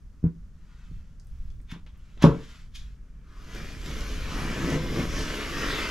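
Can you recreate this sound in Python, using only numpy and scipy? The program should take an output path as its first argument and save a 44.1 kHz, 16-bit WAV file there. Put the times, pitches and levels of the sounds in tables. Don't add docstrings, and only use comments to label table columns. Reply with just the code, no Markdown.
import sys
import numpy as np
from scipy import signal
from scipy.fft import rfft, irfft, next_fast_len
from scipy.io import wavfile

SR = 44100
rng = np.random.default_rng(int(sys.argv[2]) if len(sys.argv) > 2 else 0)


def log_audio(samples):
    frames = np.atleast_2d(samples).T
    limited = np.clip(frames, -1, 1)
    pcm = np.round(limited * 32767).astype(np.int16)
    wavfile.write(sys.argv[1], SR, pcm)


N = 260190
TIME = np.arange(N) / SR

# freq_hz, level_db
DRAG_COLOUR = [(50, -8.5), (100, -1), (154, 6.5), (188, 0.5), (212, 5), (240, -0.5), (272, 4), (302, -4),
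               (335, 3), (375, -6), (425, -1.5), (480, -8), (540, -8.5), (640, -16), (820, -22),
               (1200, -24.5), (2500, -88.5)]
# freq_hz, level_db
RASP_COLOUR = [(400, -18.5), (660, -2.5), (830, -14), (1020, -1.5), (1350, 2.5), (1800, 0.5), (2400, -0.5),
               (2850, -7.5), (3400, -8.5), (4300, -41), (7000, -40), (16000, -68)]
# freq_hz, level_db
HISS_COLOUR = [(1500, -9), (3000, 2.5), (3700, 0), (4500, -1.5), (5500, -1.5), (6400, -3.5), (7300, -8.5),
               (8200, -11.5), (9500, -17.5), (11200, -12), (12400, -15.5), (13800, -27), (15500, -46)]
TOUCH_S, SETTLE_S = 2.86, 0.12
HISS_FOLLOWS = 0.61
PASS_S, PASS_WIDTH_S, PASS_DB = 4.764, 0.19, 8.5


def cut(drag_db=-31.0, board_db=-36.5, rasp_db=-39, hiss_db=-43.5, chatter_db=-49, catch_db=0.5):
    pull_db, depth = pull()
    catch = from_db(catch_db * drift(34))
    contact = np.clip((TIME - TOUCH_S) / SETTLE_S, 0, 1)
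    force = from_db(pull_db) * catch * contact

    beside_hand = from_db(PASS_DB * np.exp(-((TIME - PASS_S) / PASS_WIDTH_S) ** 2 / 2))
    slips = force * beside_hand * grains(per_s=900, spread_db=0.0, clump_db=-0.03)
    thrum = rms_one(coloured(slips, DRAG_COLOUR))
    ring = rms_one(signal.oaconvolve(slips, board_ring(pitch=0.94, damping=20))[:N])
    shake = np.std(slips) * (from_db(drag_db) * thrum + from_db(board_db) * ring)

    scrape = coloured(grains(per_s=2600, spread_db=1.5, clump_db=0.0), RASP_COLOUR)
    rasp = force * judder() * shifting(scrape)

    tearing = from_db(hiss_db) * grains(per_s=7600, spread_db=1.0, clump_db=0.34)
    tearing = tearing + from_db(chatter_db) * chatter()
    tear_level = from_db(HISS_FOLLOWS * pull_db) * depth * catch * np.std(tearing)
    hiss = tear_level * shifting(coloured(tearing, HISS_COLOUR))
    return near_the_end(shake) + from_db(rasp_db) * rasp + hiss


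# time_s, level_db
PULL = [(3.1, -75.5), (3.4, -61), (3.56, -45.5), (3.81, -52), (3.87, -44), (4.04, -43.5), (4.28, -44.5),
        (4.38, -39), (4.57, -40), (4.74, -37), (4.82, -45), (4.92, -42), (4.99, -35.5), (5.1, -43.5),
        (5.17, -35.5), (5.24, -39), (5.32, -36), (5.38, -37.5), (5.43, -36.7), (5.52, -37.5), (5.63, -32.5),
        (5.82, -34), (5.9, -36.5)]
FULL_PULL_DB = -38.5
BITE_S, SINK_S = 3.2, 0.27


def pull():
    level_db = np.interp(TIME, *np.transpose(PULL))
    depth = 1 - np.exp(-np.maximum(TIME - BITE_S, 0) / SINK_S)
    return level_db - FULL_PULL_DB, depth


def judder(rate_hz=60, wander=0.2, depth_db=1.6):
    turns = np.cumsum(rate_hz * np.exp(wander * drift(20))) / SR
    sawtooth = rms_one(0.5 - turns % 1)
    return rms_one(from_db(depth_db * sawtooth))


def shifting(x, shift_db=1.4, rate_hz=4):
    size = next_fast_len(N)
    spectrum, hz = rfft(x, size), np.fft.rfftfreq(size, 1 / SR)
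    centres = np.geomspace(800, 13000, num=20)
    total = 0
    for share in np.eye(len(centres)):
        narrow = irfft(spectrum * np.interp(hz, centres, share), size)[:N]
        total = total + narrow * from_db(shift_db * drift(rate_hz))
    return rms_one(total)


SNAG_T60_S = 0.0094


def chatter(per_s=130, jitter=0.28, spread_db=-0.5):
    clicks, chance = np.zeros(N), rng.standard_normal((2000, 2))
    gaps_s = np.exp(jitter * chance[:, 0]) / per_s
    at = (np.cumsum(gaps_s) * SR).astype(int)
    sizes = from_db(spread_db * np.minimum(chance[:, 1], 1))
    clicks[at[at < N]] = sizes[at < N]
    envelope = signal.oaconvolve(clicks, dying(TIME[:SR // 50], SNAG_T60_S))[:N]
    return rms_one(envelope * rng.standard_normal(N))


def near_the_end(shake, start_s=4.88, span_s=0.8, low_hz=240, high_hz=1500, loss_db=5, most=0.48):
    away = np.clip((TIME - start_s) / span_s, 0, 1)
    share = most * away
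    thinner = np.sqrt(1 - share) * shake + np.sqrt(share) * band(shake, low_hz, high_hz)
    return from_db(-loss_db * away) * thinner


# start_s, level_db
SNAGS = [(3.549, -35.5), (3.565, -41), (3.581, -37.5), (3.622, -45), (3.650, -52), (3.815, -39),
         (3.861, -33), (4.008, -31), (4.644, -38), (4.702, -30.5), (5.189, -31), (5.822, -40)]


def snags():
    out, t = np.zeros(N), TIME[:SR // 20]
    for s, db in SNAGS:
        snap = rms_one(coloured(rng.standard_normal(len(t)), HISS_COLOUR))
        add(out, s, from_db(db) * snap * dying(t, SNAG_T60_S))
    return out


# peak_s, length_s, pitch_hz, glide_octaves_per_s, half_width_hz, level_db
SINGS = [(3.37, 0.072, 1289, -0.27, 218, -58), (4.385, 0.088, 1192, 0.42, 288, -41.5),
         (4.412, 0.041, 11000, -0.3, 300, -57.5), (4.62, 0.18, 2177, 0, 500, -41.5),
         (4.69, 0.031, 5680, -0.096, 820, -59), (5.06, 0.14, 6000, -0.33, 260, -59.5),
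         (5.185, 0.05, 5790, -0.5, 520, -43), (5.25, 0.15, 3265, 0.18, 340, -47.5),
         (5.43, 0.039, 2250, 0.093, 200, -42), (5.64, 0.074, 1772, 0.35, 160, -36.5),
         (5.632, 0.035, 6400, -0.19, 350, -53), (5.717, 0.075, 4640, -1.1, 400, -45.5),
         (5.742, 0.072, 3640, -0.88, 260, -39.5), (5.8, 0.083, 2152, 1.35, 360, -37.5),
         (5.851, 0.05, 2920, -0.91, 340, -41.5)]


def singing():
    out, t = np.zeros(N), TIME[:SR // 2] - 1 / 4
    for s, length, hz, glide, width_hz, db in SINGS:
        phase = 2 * np.pi * np.cumsum(hz * 2 ** (glide * t)) / SR
        narrow = signal.butter(2, width_hz, fs=SR, output="sos")
        a, b = signal.sosfilt(narrow, rng.standard_normal((2, len(t))))
        tone = rms_one(a * np.cos(phase) + b * np.sin(phase))
        add(out, s - 1 / 4, from_db(db) * np.exp(-(t / length) ** 2 / 2) * tone)
    return out


# start_s, level_db, contact_brightness_hz, pitch_factor, damping_db_per_s
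BLOWS = [(0.228, -26.5, 340, 1.05, 696), (0.24, -6.5, 343, 1.04, 321), (0.2513, -13.5, 277, 1.12, 898),
         (0.2636, -11, 240, 1.05, 1200), (0.912, -30.5, 240, 1.03, 260), (1.601, -53, 2000, 1.6, 260),
         (1.7223, -24.5, 267, 1.06, 218), (1.761, -35.5, 497, 1.3, 350), (1.8639, -48.5, 3000, 1.4, 900),
         (2.173, -41.5, 2030, 1, 132), (2.224, -18, 3000, 1.1, 2601), (2.2336, -16.5, 2970, 0.71, 601.5),
         (2.2404, 2.5, 3030, 1.03, 36.5), (2.2520, -4.5, 560, 1.0, 280), (2.291, -16, 1100, 1.05, 240),
         (2.348, -21, 600, 1.1, 351), (4.972, -18, 560, 2.13, 600), (4.991, -13, 310, 1.46, 90),
         (5.02, -25, 400, 1.2, 120), (5.038, -22, 450, 1.2, 1100), (5.053, -26, 400, 1.06, 1100)]
# freq_hz, level_db
KNOCK_GRAIN = [(100, -17.5), (215, 14.5), (390, 8.5), (550, 1), (780, -11), (950, -3), (1400, -8.5),
               (1900, -23), (4000, -18), (7000, -40), (10000, -38.5), (16000, -53.5)]
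HARD_HZ, HARD_LOW_CUT_HZ = 3000, 100


def blows(grain_db=-15, grain_t60=0.47, grain_damping=2.2, crack_db=-14, crack_t60=0.056):
    out, t = np.zeros(N), TIME[:SR // 2]
    for s, db, contact_hz, pitch, damping in BLOWS:
        grain = from_db(grain_db - damping * grain_damping * t) * dying(t, grain_t60)
        crack = from_db(crack_db) * dying(t, crack_t60)
        dense = rms_one(coloured(rng.standard_normal(len(t)), KNOCK_GRAIN)) * (grain + crack)
        soft = np.tile(signal.butter(2, contact_hz, fs=SR, output="sos"), (2, 1))
        low_cut_hz = HARD_LOW_CUT_HZ * np.sqrt(contact_hz / HARD_HZ)
        thin = signal.butter(2, low_cut_hz, "high", fs=SR, output="sos")
        knock = signal.sosfilt(np.vstack([soft, thin]), board_ring(pitch, damping) + dense)
        add(out, s, from_db(db) * knock)
    return out


# freq_hz, level_db, t60_s
BOARD = [(57.4, -15, 0.78), (87.6, -23.5, 0.13), (132.8, -15, 0.39), (161.4, -6, 0.23), (177, -18.5, 0.16),
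         (208.6, -14.5, 0.08), (231.5, -15.5, 0.19), (259.7, -15, 0.094), (276.2, -22, 0.16),
         (340.1, -16.5, 0.25), (363, -16, 0.11), (432, -18.5, 0.36), (486, -25, 0.24), (537, -26.5, 0.27),
         (604, -32.5, 0.17), (662, -39, 0.28), (770, -33.5, .12), (917, -29.5, 0.068), (984, -30, 0.16),
         (1056, -31.5, 0.22), (1174, -33, 0.17), (1272, -33, 0.22), (1326, -32.5, 0.26)]
FREE_HZ, FREE_WIDTH_HZ, FREE_SHARE = 160, 14, 0.16


def board_ring(pitch, damping):
    t = TIME[:SR // 2]
    ring = np.zeros(len(t))
    for hz, db, t60 in BOARD:
        held = 1 - (1 - FREE_SHARE) * np.exp(-((hz - FREE_HZ) / FREE_WIDTH_HZ) ** 2)
        level = from_db(db - damping * held * t) * dying(t, t60)
        ring -= level * np.sin(2 * np.pi * hz * pitch * t)
    return ring


# peak_s, level_db, rise_s, fall_s, low_hz, high_hz
SCUFFS = [(0.244, -53, 0.0138, 0.02, 700, 1460), (0.269, -52.5, 0.029, 0.03, 700, 1800),
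          (0.14, -77, 0.03, 0.03, 1400, 1900), (0.70, -66, 0.11, 0.45, 1200, 1930),
          (1.696, -60, 0.02, 0.048, 2770, 4240), (1.719, -43.5, 0.03, 0.014, 1400, 9500),
          (1.719, -57, 0.018, 0.015, 1690, 3700), (1.74, -51.5, 0.03, 0.059, 790, 3450),
          (1.87, -54, .005, 0.043, 905, 3600), (1.95, -62.5, .03, 0.05, 1000, 3500),
          (2.2238, -25.5, 0.0062, 0.028, 710, 8500), (2.24, -31, 0.035, 0.011, 705, 6500),
          (2.755, -41, 0.012, 0.024, 3040, 10900), (2.797, -52.5, 0.076, 0.076, 2060, 8900),
          (2.842, -68, .012, 0.042, 3000, 9000)]
# freq_hz, level_db
SCUFF_COLOUR = [(200, 4.5), (450, 1.5), (800, 4), (1100, 4), (1700, 0.5), (2400, 0.5), (2900, -3),
                (3450, 2.5), (4300, -6.5), (6200, -8), (7500, -16), (9500, -20), (11500, -16),
                (15500, -33.5)]


def scuffs():
    friction = coloured(grains(per_s=4300, spread_db=-1.0, clump_db=2), SCUFF_COLOUR)
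    out = np.zeros(N)
    for s, db, rise, fall, low, high in SCUFFS:
        drop_db = 20 * np.maximum((s - TIME) / rise, (TIME - s) / fall)
        out += from_db(db - drop_db) * rms_one(band(friction, low, high))
    return out


# start_s, level_db, ring_hz
TICKS = [(1.198, -47, 5500), (1.247, -60, 9050), (1.270, -54, 8900), (1.503, -48, 3440), (1.602, -52, 2000),
         (1.615, -59, 8200), (1.712, -53, 11500), (1.718, -44, 2900), (1.724, -55, 3880),
         (1.864, -41, 2400), (1.867, -60, 5570), (1.9735, -61, 10600), (2.176, -42, 2640),
         (2.2234, -34.5, 9000), (2.24, -19, 1316), (2.241, -32.5, 7040), (2.243, -23.5, 1890),
         (2.752, -51, 5900), (2.7567, -38, 3360), (2.762, -37, 3630)]


def ticks(crack_t60=0.011, ring_t60=0.046, ring_db=-13, crack_db=-4, spread=1.5):
    out, t = np.zeros(N), TIME[:SR // 10]
    for s, db, hz in TICKS:
        crack = rms_one(band(rng.standard_normal(len(t)), hz / spread, hz * spread)) * dying(t, crack_t60)
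        ring = np.sin(2 * np.pi * hz * t) * dying(t, ring_t60)
        add(out, s, from_db(db) * (from_db(crack_db) * crack + from_db(ring_db) * ring))
    return out


# full_speed_s, length_s, level_db
SLIDES = [(0.85, 0.68, -66.5), (1.4, 0.39, -69.5), (2.1, 0.35, -67), (2.46, 0.47, -53.5),
          (2.84, 0.29, -64.5)]
# freq_hz, level_db
PALM_COLOUR = [(350, -41.5), (600, -7), (902, -8), (1010, -2.5), (1430, 1.5), (1860, 0), (3470, -2),
               (3870, -5), (7540, -11.5), (9120, -25.5), (11200, -18), (15500, -49.5)]


def palm():
    brushing = coloured(grains(per_s=21000, spread_db=4.5, clump_db=0.7), PALM_COLOUR)
    return gestures(SLIDES) * rms_one(brushing)


# freq_hz, level_db
ROOM_COLOUR = [(60, -22), (170, -20), (400, -13), (900, -4), (4000, -3), (9000, -4), (15000, -6)]


def workshop(dry, level_db=-2.5, side_db=-3):
    mid = dry + coloured(reflections(dry), ROOM_COLOUR)
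    side = from_db(side_db) * reflections(dry)
    return from_db(level_db) * two_ports(mid, side)


def reflections(dry, move_s=0.13):
    step = int(move_s * SR)
    out, fade = np.zeros(N), np.sin(np.pi * np.arange(2 * step) / (2 * step))
    for start in range(0, N, step):
        part = dry[start:start + 2 * step]
        add(out, start / SR, signal.fftconvolve(part * fade[:len(part)], room_tail()))
    return out


# freq_hz, t60_s
ROOM_T60 = [(200, 0.37), (1200, 0.12), (4000, 0.17), (12000, 0.25)]


def room_tail():
    t, edges, tail = TIME[:SR // 2], np.geomspace(40, SR * 3 / 8, num=10), 0
    for low, high in zip(edges, edges[1:]):
        sos = signal.butter(2, [low, high], "band", fs=SR, output="sos")
        noise = signal.sosfilt(sos, rng.standard_normal(len(t)))
        tail = tail + noise * dying(t, at_hz(ROOM_T60, np.sqrt(low * high)))
    tail = tail * np.clip(t / 0.0013, 0, 1)
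    return tail / np.linalg.norm(tail)


# freq_hz, gain_db
WIDTH = [(60, -17), (170, -27), (400, -21), (800, -10.5), (1500, -8), (3000, -5.5), (6000, -5),
         (8500, -2.5), (11000, 0.5)]


def two_ports(mid, side):
    return mid + coloured(side, WIDTH) * np.array([[1], [-1]])


# freq_hz, level_db
SWAY_COLOUR = [(10, -6), (18, 0), (35, -2), (52, -3.5), (75, -10), (105, -15.5), (150, -22.5), (220, -43.5),
               (400, -71)]
# peak_s, length_s, rumble_level_db
REACHES = [(0.95, 0.22, -37), (1.44, 0.52, -36.5), (2.27, 0.18, -33.5), (2.83, 0.35, -41), (4.45, 2.3, -32),
           (5.16, 0.22, -36.5), (5.68, 0.69, -34)]
# freq_hz, level_db
AIR = [(20, 2), (90, -16), (160, 0), (220, -7), (320, -19.5), (500, -24.5), (800, -33), (1300, -27.5),
       (2500, -37), (4000, -40.5), (6000, -37.5), (9500, -48), (12000, -49), (15500, -67)]


def background(air_db=-56.5, still_sway_db=-44.5):
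    sway = np.hypot(from_db(still_sway_db), gestures(REACHES))
    layers = []
    for _ in range(2):
        air = from_db(air_db) * rms_one(coloured(rng.standard_normal(N), AIR))
        rumble = sway * rms_one(coloured(rng.standard_normal(N), SWAY_COLOUR))
        layers.append(air + rumble)
    return two_ports(*layers)


def gestures(rows):
    out = np.zeros(N)
    for s, length, db in rows:
        out += from_db(db) * np.cos(np.pi * np.clip((TIME - s) / length, -0.5, 0.5))
    return out


def grains(per_s, spread_db, clump_db):
    sizes = from_db(spread_db * np.minimum(rng.exponential(1, N), 4) + clump_db * drift(10))
    slips = rng.random(N) < per_s / SR
    return rms_one(sizes * rng.choice([-1, 1], N) * slips)


def drift(rate_hz):
    r = np.exp(-40 * np.pi * rate_hz / SR)
    slow = signal.lfilter([1], [1, -2 * r, r * r], rng.standard_normal(N // 20 + 2002))[2000:]
    return np.interp(np.arange(N) / 20, np.arange(len(slow)), rms_one(slow))


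def coloured(x, spectrum):
    size = 8192
    hz = np.arange(size // 2 + 1) * SR / size
    cepstrum = irfft(np.log(from_db(at_hz(spectrum, hz))))
    cepstrum[1:size // 2] *= 2
    cepstrum[size // 2 + 1:] = 0
    impulse = irfft(np.exp(rfft(cepstrum)))[:size // 2]
    return signal.oaconvolve(x, impulse)[:len(x)]


def band(x, low_hz, high_hz):
    high = min(high_hz, SR * 3 / 8)
    sos = signal.butter(2, [min(low_hz, high / 2), high], "band", fs=SR, output="sos")
    return signal.sosfilt(sos, x)


def at_hz(points, hz):
    f, value = np.transpose(points)
    return np.interp(np.log(np.maximum(hz, 1)), np.log(f), value)


def from_db(db):
    return 10 ** (np.asarray(db) / 20)


def rms_one(x):
    return x / np.sqrt(np.mean(x ** 2) + 1e-20)


def dying(t, t60):
    return from_db(-60 * t / t60)


def add(track, s, sound):
    start = int(round(s * SR))
    track[start:start + len(sound)] += sound[:N - start]


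# freq_hz, lead_rad
PORT_PHASE = [(100, 0.043), (250, -0.24), (690, -0.48), (2700, -0.55), (6700, -0.41), (9000, -1.48),
              (10500, -0.22), (12000, 0.048), (15000, .1)]


def scene(pan_db=0.38):
    work = cut() + snags() + singing() + blows() + scuffs() + ticks() + palm()
    left, right = workshop(work)
    size = next_fast_len(N + SR // 10)
    turn = np.exp(1j * at_hz(PORT_PHASE, np.fft.rfftfreq(size, 1 / SR)) / 2)
    ports = irfft(rfft([left, right], size) * np.array([turn, 1 / turn]), size)[:, :N]
    return ports * from_db([[pan_db], [-pan_db]]) + background()


def record(dry, cutoff_hz=15700):
    rounded = dry / (1 + dry ** 6) ** (1 / 6)
    return signal.sosfilt(signal.ellip(10, 0.1, 80, cutoff_hz, fs=SR, output="sos"), rounded)


dry = scene()
out = record(dry)
log_audio(out)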